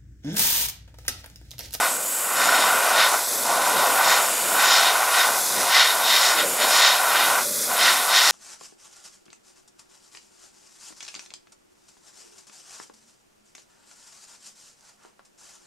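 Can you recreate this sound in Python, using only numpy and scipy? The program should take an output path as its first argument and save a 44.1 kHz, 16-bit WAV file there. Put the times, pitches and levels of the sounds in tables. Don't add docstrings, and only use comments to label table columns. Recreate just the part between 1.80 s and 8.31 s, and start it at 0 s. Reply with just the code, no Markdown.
import sys
import numpy as np
from scipy import signal
from scipy.fft import rfft, irfft, next_fast_len
from scipy.io import wavfile
from scipy.ndimage import map_coordinates

SR = 44100
rng = np.random.default_rng(int(sys.argv[2]) if len(sys.argv) > 2 else 0)


def put_to_file(sound):
    columns = np.atleast_2d(sound).T
    safe = np.clip(columns, -1, 1)
    whole_steps = np.round(safe * 32767)
    wavfile.write(sys.argv[1], SR, whole_steps.astype(np.int16))


def gain_from_db(level_db):
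    decades = np.asarray(level_db, float) / 20
    return 10 ** decades


N = 287091

# time_s, path_m
ECHO_PATH = [(0, .228), (.3, .217), (.78, .211), (1.1, .236), (1.52, .266), (1.9, .243), (2.25, .218),
             (2.6, .209), (2.85, .219), (3.12, .236), (3.68, .263), (4.2, .237), (4.5, .220), (4.95, .221),
             (5.2, .240), (5.76, .267), (6.0, .251), (6.51, .220)]
# freq_hz, density_db (per Hz)
HISS_LEFT_COLOUR = [(300, -20.5), (600, -3), (1500, -7.5), (2700, -6), (4000, -9.5), (6200, -8),
                    (6900, -6.5), (9000, -1.5), (10000, -5.5), (11200, 0), (12800, -6), (13900, -12.5),
                    (15000, -13), (15700, -11)]
HISS_RIGHT_COLOUR = [(300, -19), (550, -15), (1400, -7), (2400, -10), (2950, -20), (3450, -5), (4600, -4.5),
                     (6000, -2), (9000, -1.5), (10400, 1), (11200, 1), (13300, -3.5), (14200, -8),
                     (15700, -13)]
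# time_s, level_db
HAND_SHADE = [(0, -3.5), (.5, -4.5), (.8, 1), (1.5, 2), (2.0, -1), (2.5, 1.5), (2.85, -1), (3.6, 2.5),
              (4.7, 0), (5.75, 1), (6.51, 0)]
# pitch_hz, width_hz, trim_db
NOZZLE_WHISTLES = [
    (6985, 290, -3),
    (7820, 610, -7.5),
]

# start_s (fully on), held_s, level_db, rise_s and fall_s (per 10 dB)
FLAT_PASSES = [(-.1, .14, -21, .05, 0.1), (.68, .66, -20.5, 0.21, 0.09), (1.72, .64, -19.5, 0.13, .17),
               (2.79, .7, -21, .12, .12), (3.85, 0.727, -24, 0.2, .11), (4.85, .74, -22, .11, .035),
               (5.91, 0.71, -25, .035, .05)]
# start_db (over the roar), change_db_per_s
PASS_RING = [(-6, 0), (-3, -4), (-11, 6), (-4, -4), (-10, 7), (-6, 3), (-9, 3)]
# middle_s, half_length_s, tear_db, opening_db and fine_db (over the tearing)
EDGE_CROSSINGS = [(.03, .05, -26.5, -10, -4), (.66, 0.093, -25, -9, 0), (.81, 0.09, -23, -3, -4),
                  (1.215, .055, -17.5, -1, -6), (2.0, .06, -30, 0.5, -7), (2.31, .08, -21, -5.5, -1),
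                  (2.84, 0.062, -22.5, -4.5, -1), (2.94, 0.097, -22, 1, 2.5), (3.07, 0.067, -25, 2.5, -2),
                  (3.39, 0.064, -21, -4.5, -5), (3.8, .055, -27, -12, -2), (3.99, 0.075, -15.5, -2.5, -4.5),
                  (4.1, 0.053, -26, -0.5, -6), (4.33, 0.089, -22, 2.5, 0.5), (4.46, 0.075, -21, -2, 3),
                  (4.6, 0.038, -21.5, -3, -11.5), (4.83, 0.036, -22.5, -1.5, -8), (4.96, 0.07, -22, -2, 3),
                  (5.06, 0.092, -18.5, 0.5, -1), (5.39, 0.093, -22, -2.5, -9), (6.07, .08, -16, -4, -5),
                  (6.19, .05, -26, -2.5, -11), (6.38, 0.065, -17.5, -0.5, -0.5), (6.48, .06, -20, -2, 3.5)]
# freq_hz, density_db (per Hz)
ROAR_COLOUR = [(120, -33), (200, -35), (389, -15.5), (755, -0.5), (1260, 3), (1430, 1), (1690, -10.5),
               (2570, -7), (3330, -19), (3750, -26), (4500, -34.5), (5850, -53), (9900, -120)]
# freq_hz, density_db (per Hz)
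TEAR_COLOUR = [(710, -8), (1200, -9.5), (1510, -14), (1660, -7.5), (1840, -0.5), (2650, -4.5), (3390, -3.5),
               (3760, 0.5), (4630, -5.5), (5130, -1.5), (8000, -14), (10400, -53), (17600, -120)]
# pitch_hz, width_hz, level_db (over the smooth colour)
SHELL_MODES = [(1510, 180, 8.5), (3687, 220, 6.5), (1903, 290, 1.5), (691, 160, 4), (1008, 54, 3),
               (1844, 58, 3.5), (2033, 56, 4), (2400, 76, -0.5), (2864, 73, 5), (3190, 120, 5.5),
               (4200, 92, 5), (4350, 60, 5), (4960, 90, 3), (5400, 130, 3), (1257, 82, -7), (2804, 89, -3),
               (6330, 150, -5.5)]

# middle_s, half_length_s, level_db, deep_db (over level_db)
AIR_GUSTS = [(.05, 0.18, -45, 0), (.85, 0.46, -41, 0), (1.9, 0.46, -38, -1), (2.7, .3, -41, -1),
             (3.5, .3, -45, -4), (3.77, 0.066, -39, 3), (4.62, .07, -35, -8), (4.73, .15, -41, 2),
             (4.84, .05, -34, -5), (5.75, 0.43, -41, 2)]
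# freq_hz, density_db (per Hz)
RUMBLE_COLOUR = [(15, -81), (25, -51), (49, -45), (128, -18.5), (221, -9.5), (382, -9), (600, 0.5),
                 (780, -45), (1320, -120)]
# pitch_hz, width_hz, level_db
MIC_DIPS = [(1710, 120, -4), (3280, 93, -4), (2240, 80, -4), (2715, 80, -3), (4010, 80, -4), (860, 110, -2)]
# middle_s, low_hz, high_hz, level_db
SIDE_FLECKS = [(.725, 7600, 9100, -36), (1.33, 5300, 7000, -35), (1.63, 9100, 11900, -35),
               (1.63, 13200, 15700, -42), (1.865, 6330, 7700, -36), (1.865, 11800, 14600, -33),
               (4.005, 9700, 11300, -36), (4.005, 11800, 13300, -35), (4.585, 4200, 5800, -33),
               (5.074, 5200, 6900, -29), (5.075, 12400, 13900, -40), (5.165, 4200, 5800, -38),
               (5.165, 7600, 9800, -32), (5.585, 8300, 9800, -36.5), (5.585, 13200, 15700, -36),
               (6.4, 13200, 14600, -43)]

LEFT_M, RIGHT_M = .215, .262
SOUND_SPEED = 343
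ECHO, ECHO_LOW_HZ, ECHO_HIGH_HZ = .4, 8600, 13800
HISS_DB, HISS_RIGHT_DB, SHADE_HZ = -27, -1, 6300
STUTTER_S, STUTTER_HALF_S, STUTTER_DB = 0.187, .015, -4
RIM_DB, RIM_RIGHT_DB, RIM_EDGE_DB = -34, -13, -9.5
CAP_DB, CAP_DB_PER_S, CAP_MIDDLE_DB, CAP_RIGHT_DB = -24.5, -2.5, -6, -3
WOBBLE_DB, WOBBLE_PER_S = .9, 16
EDGE_DROP_DB, EDGE_SHARPNESS = 8, 1.94
HOLLOW_EDGE_DB = -8
FLAT_TEAR_DB, FLAT_WINDOW_DB, FLAT_FINE_DB = -11.5, -17.5, -14.5
STILL_AIR_DB = -49
BOOTH_DB, BOOTH_T60_S = -9, .03


def nozzle(path_m, place, edge_gain):
    t = np.arange(N) / SR
    large_eddies = split(turbulence(gust_db=0.85, eddy_db=1.0), 11070)[0]
    small_eddies = split(turbulence(gust_db=1.2, eddy_db=1.0), 10670)[1]
    air = large_eddies + small_eddies
    hiss = (1 - place) * coloured(air, HISS_LEFT_COLOUR) + place * coloured(air, HISS_RIGHT_COLOUR)

    beam_band = signal.butter(2, [ECHO_LOW_HZ, ECHO_HIGH_HZ], "band", fs=SR, output="sos")
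    beamed = signal.sosfiltfilt(beam_band, hiss)
    echo_gain = ECHO * (0.4 + 0.5 * np.sin(2.4 * place)) * gain_from_db(1.8 * drift(5.5))
    low, high = split(hiss + echo_gain * echo(beamed, path_m), SHADE_HZ)

    stutter_db = STUTTER_DB * np.exp(-((t - STUTTER_S) / STUTTER_HALF_S) ** 2)
    hiss_db = HISS_DB + HISS_RIGHT_DB * place + stutter_db
    open_db, = in_time(HAND_SHADE)

    rim_power = gain_from_db(2 * RIM_DB) + (gain_from_db(RIM_EDGE_DB) * edge_gain) ** 2
    rim_db = 10 * np.log10(rim_power) + RIM_RIGHT_DB * place + 1.5 * drift(2.5)
    cap_db = CAP_DB + CAP_DB_PER_S * t + CAP_MIDDLE_DB * np.sin(np.pi * place)
    cap_db = cap_db + CAP_RIGHT_DB * place + 1.5 * drift(2.5)
    tones = np.zeros(N)
    for level_db, (pitch_hz, width_hz, trim_db) in zip((rim_db, cap_db), NOZZLE_WHISTLES):
        tones += gain_from_db(level_db + trim_db) * whistle(pitch_hz, width_hz)
    return gain_from_db(hiss_db + 2.0) * (gain_from_db(open_db) * low + high) + tones


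def echo(x, path_m):
    return map_coordinates(x, [np.arange(N) - path_m / SOUND_SPEED * SR], order=3, mode="reflect")


def whistle(pitch_hz, width_hz):
    r, w = np.exp(-np.pi * width_hz / SR), 2 * np.pi * pitch_hz / SR
    ring = [1, 0, -1.7], [1, -2 * r * np.cos(w), r * r]
    once = signal.lfilter(*ring, rng.standard_normal(N))
    return rms_one(signal.lfilter(*ring, once))


def jet_on_shell(tear, opening, fine_tear):
    flat, ring = passes()
    drum, upper = split(coloured(turbulence(gust_db=0.1, eddy_db=1.5), ROAR_COLOUR, SHELL_MODES), 1110)
    coarse, rest = split(coloured(turbulence(gust_db=.8, eddy_db=1.0), TEAR_COLOUR, SHELL_MODES), 2860)
    window, fine = split(rest, 4650)

    hollow = np.hypot(ring, tear * gain_from_db(HOLLOW_EDGE_DB))
    roar = flat * drum * gain_from_db(1.2 + WOBBLE_DB * drift(WOBBLE_PER_S))
    roar = roar + hollow * upper * gain_from_db(4.5 + WOBBLE_DB * drift(WOBBLE_PER_S))

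    window_gain = np.hypot(opening, flat * gain_from_db(FLAT_WINDOW_DB))
    fine_gain = np.hypot(fine_tear, flat * gain_from_db(FLAT_FINE_DB))
    bright = gain_from_db(3.5) * (window_gain * window + fine_gain * fine)
    coarse_gain = np.hypot(tear, flat * gain_from_db(FLAT_TEAR_DB))
    return gain_from_db(-0.57) * (roar + bright) + gain_from_db(2.0) * coarse_gain * coarse


def passes():
    start_s, held_s, level_db, rise_s, fall_s = np.transpose(FLAT_PASSES)[:, :, None]
    t = control_times()
    early, late = (start_s - t) / rise_s, (t - start_s - held_s) / fall_s
    roar_db = level_db - 10 * np.maximum(0, np.maximum(early, late))
    start_db, db_per_s = np.transpose(PASS_RING)[:, :, None]
    ring_db = start_db + db_per_s * np.clip(t - start_s, 0, 1)
    return [summed_gain(roar_db), summed_gain(roar_db + ring_db)]


def swells(rows):
    middle_s, half_s, level_db, *over_db = np.transpose(rows)[:, :, None]
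    away = np.abs((control_times() - middle_s) / half_s)
    level_db = level_db - EDGE_DROP_DB * away ** EDGE_SHARPNESS
    return [summed_gain(level_db + extra_db) for extra_db in [0, *over_db]]


def booth(x, place):
    s = np.arange(600) / SR
    tails = rng.standard_normal((4, len(s))) * gain_from_db(-60 * s / BOOTH_T60_S) * (s > .0012)
    tails = tails / np.sqrt(np.sum(tails ** 2, axis=1, keepdims=True))
    bright = split(x, 1300)[1]
    wet = np.zeros(N)
    for k, tail in enumerate(tails):
        nearness = np.clip(1 - abs(3 * place - k), 0, 1)
        wet += np.sqrt(nearness) * signal.oaconvolve(bright, tail)[:N]
    return (x + gain_from_db(BOOTH_DB) * wet) / np.sqrt(1 + gain_from_db(2 * BOOTH_DB))


def spent_air():
    gain, deep_gain = np.hypot(swells(AIR_GUSTS), gain_from_db(STILL_AIR_DB))
    deep, rest = split(coloured(turbulence(gust_db=1.5, eddy_db=-0.1), RUMBLE_COLOUR), 240)
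    return gain_from_db(4.0) * (deep_gain * deep + gain * rest)


def side_flecks():
    out, window = np.zeros(N), np.hanning(2048) ** 1.1
    for middle_s, low_hz, high_hz, level_db in SIDE_FLECKS:
        band = signal.butter(8, [low_hz, high_hz], "band", fs=SR, output="sos")
        fleck = rms_one(signal.sosfilt(band, rng.standard_normal(2048)))
        out[round(middle_s * SR) - 1024:][:2048] += gain_from_db(level_db) * window * fleck
    return out


def turbulence(gust_db, eddy_db):
    return rng.standard_normal(N) * gain_from_db(gust_db * drift(4.4) + eddy_db * drift(270))


def drift(rate_hz):
    r = np.exp(-2 * np.pi * rate_hz / SR)
    return rms_one(signal.lfilter([1], [1, -2 * r, r * r], rng.standard_normal(N + SR))[SR:])


def coloured(x, colour, modes=()):
    size = next_fast_len(N)
    hz = np.fft.rfftfreq(size, 1 / SR) + 1
    freq_hz, density_db = np.transpose(colour)
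    db = np.interp(np.log(hz), np.log(freq_hz), density_db, left=-90, right=-90)
    for pitch_hz, width_hz, level_db in [*modes, *MIC_DIPS]:
        db = db + level_db / (1 + (2 * (hz - pitch_hz) / width_hz) ** 2)
    return rms_one(irfft(rfft(x, size) * gain_from_db(db), size)[:N])


def split(x, hz):
    low = signal.sosfiltfilt(signal.butter(4, hz, fs=SR, output="sos"), x)
    return low, x - low


def rms_one(x):
    return x / np.sqrt(np.mean(x ** 2) + 1e-20)


def in_time(rows):
    s, *columns = np.transpose(rows)
    return [np.interp(np.arange(N) / SR, s, column) for column in columns]


def control_times():
    return np.arange(0, N + 64, 64) / SR


def summed_gain(db):
    return np.interp(np.arange(N) / SR, control_times(), np.sqrt(np.sum(gain_from_db(2 * db), axis=0)))


def scene():
    path_m, = in_time(ECHO_PATH)
    place = np.clip((path_m - LEFT_M) / (RIGHT_M - LEFT_M), 0, 1)
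    tear, opening, fine_tear = swells(EDGE_CROSSINGS)
    hiss = booth(nozzle(path_m, place, np.hypot(tear, fine_tear)), place)
    mono = hiss + jet_on_shell(tear, opening, fine_tear) + spent_air()
    return np.tile(mono, (2, 1))


def band_limit(x):
    return signal.sosfilt(signal.butter(12, 15800, fs=SR, output="sos"), x)


def record(dry):
    cut = signal.sosfilt(signal.butter(2, 65, "high", fs=SR, output="sos"), dry)
    mix = cut + side_flecks() * [[1], [-1]]
    return band_limit(mix)


dry = scene()
out = record(dry)
put_to_file(out)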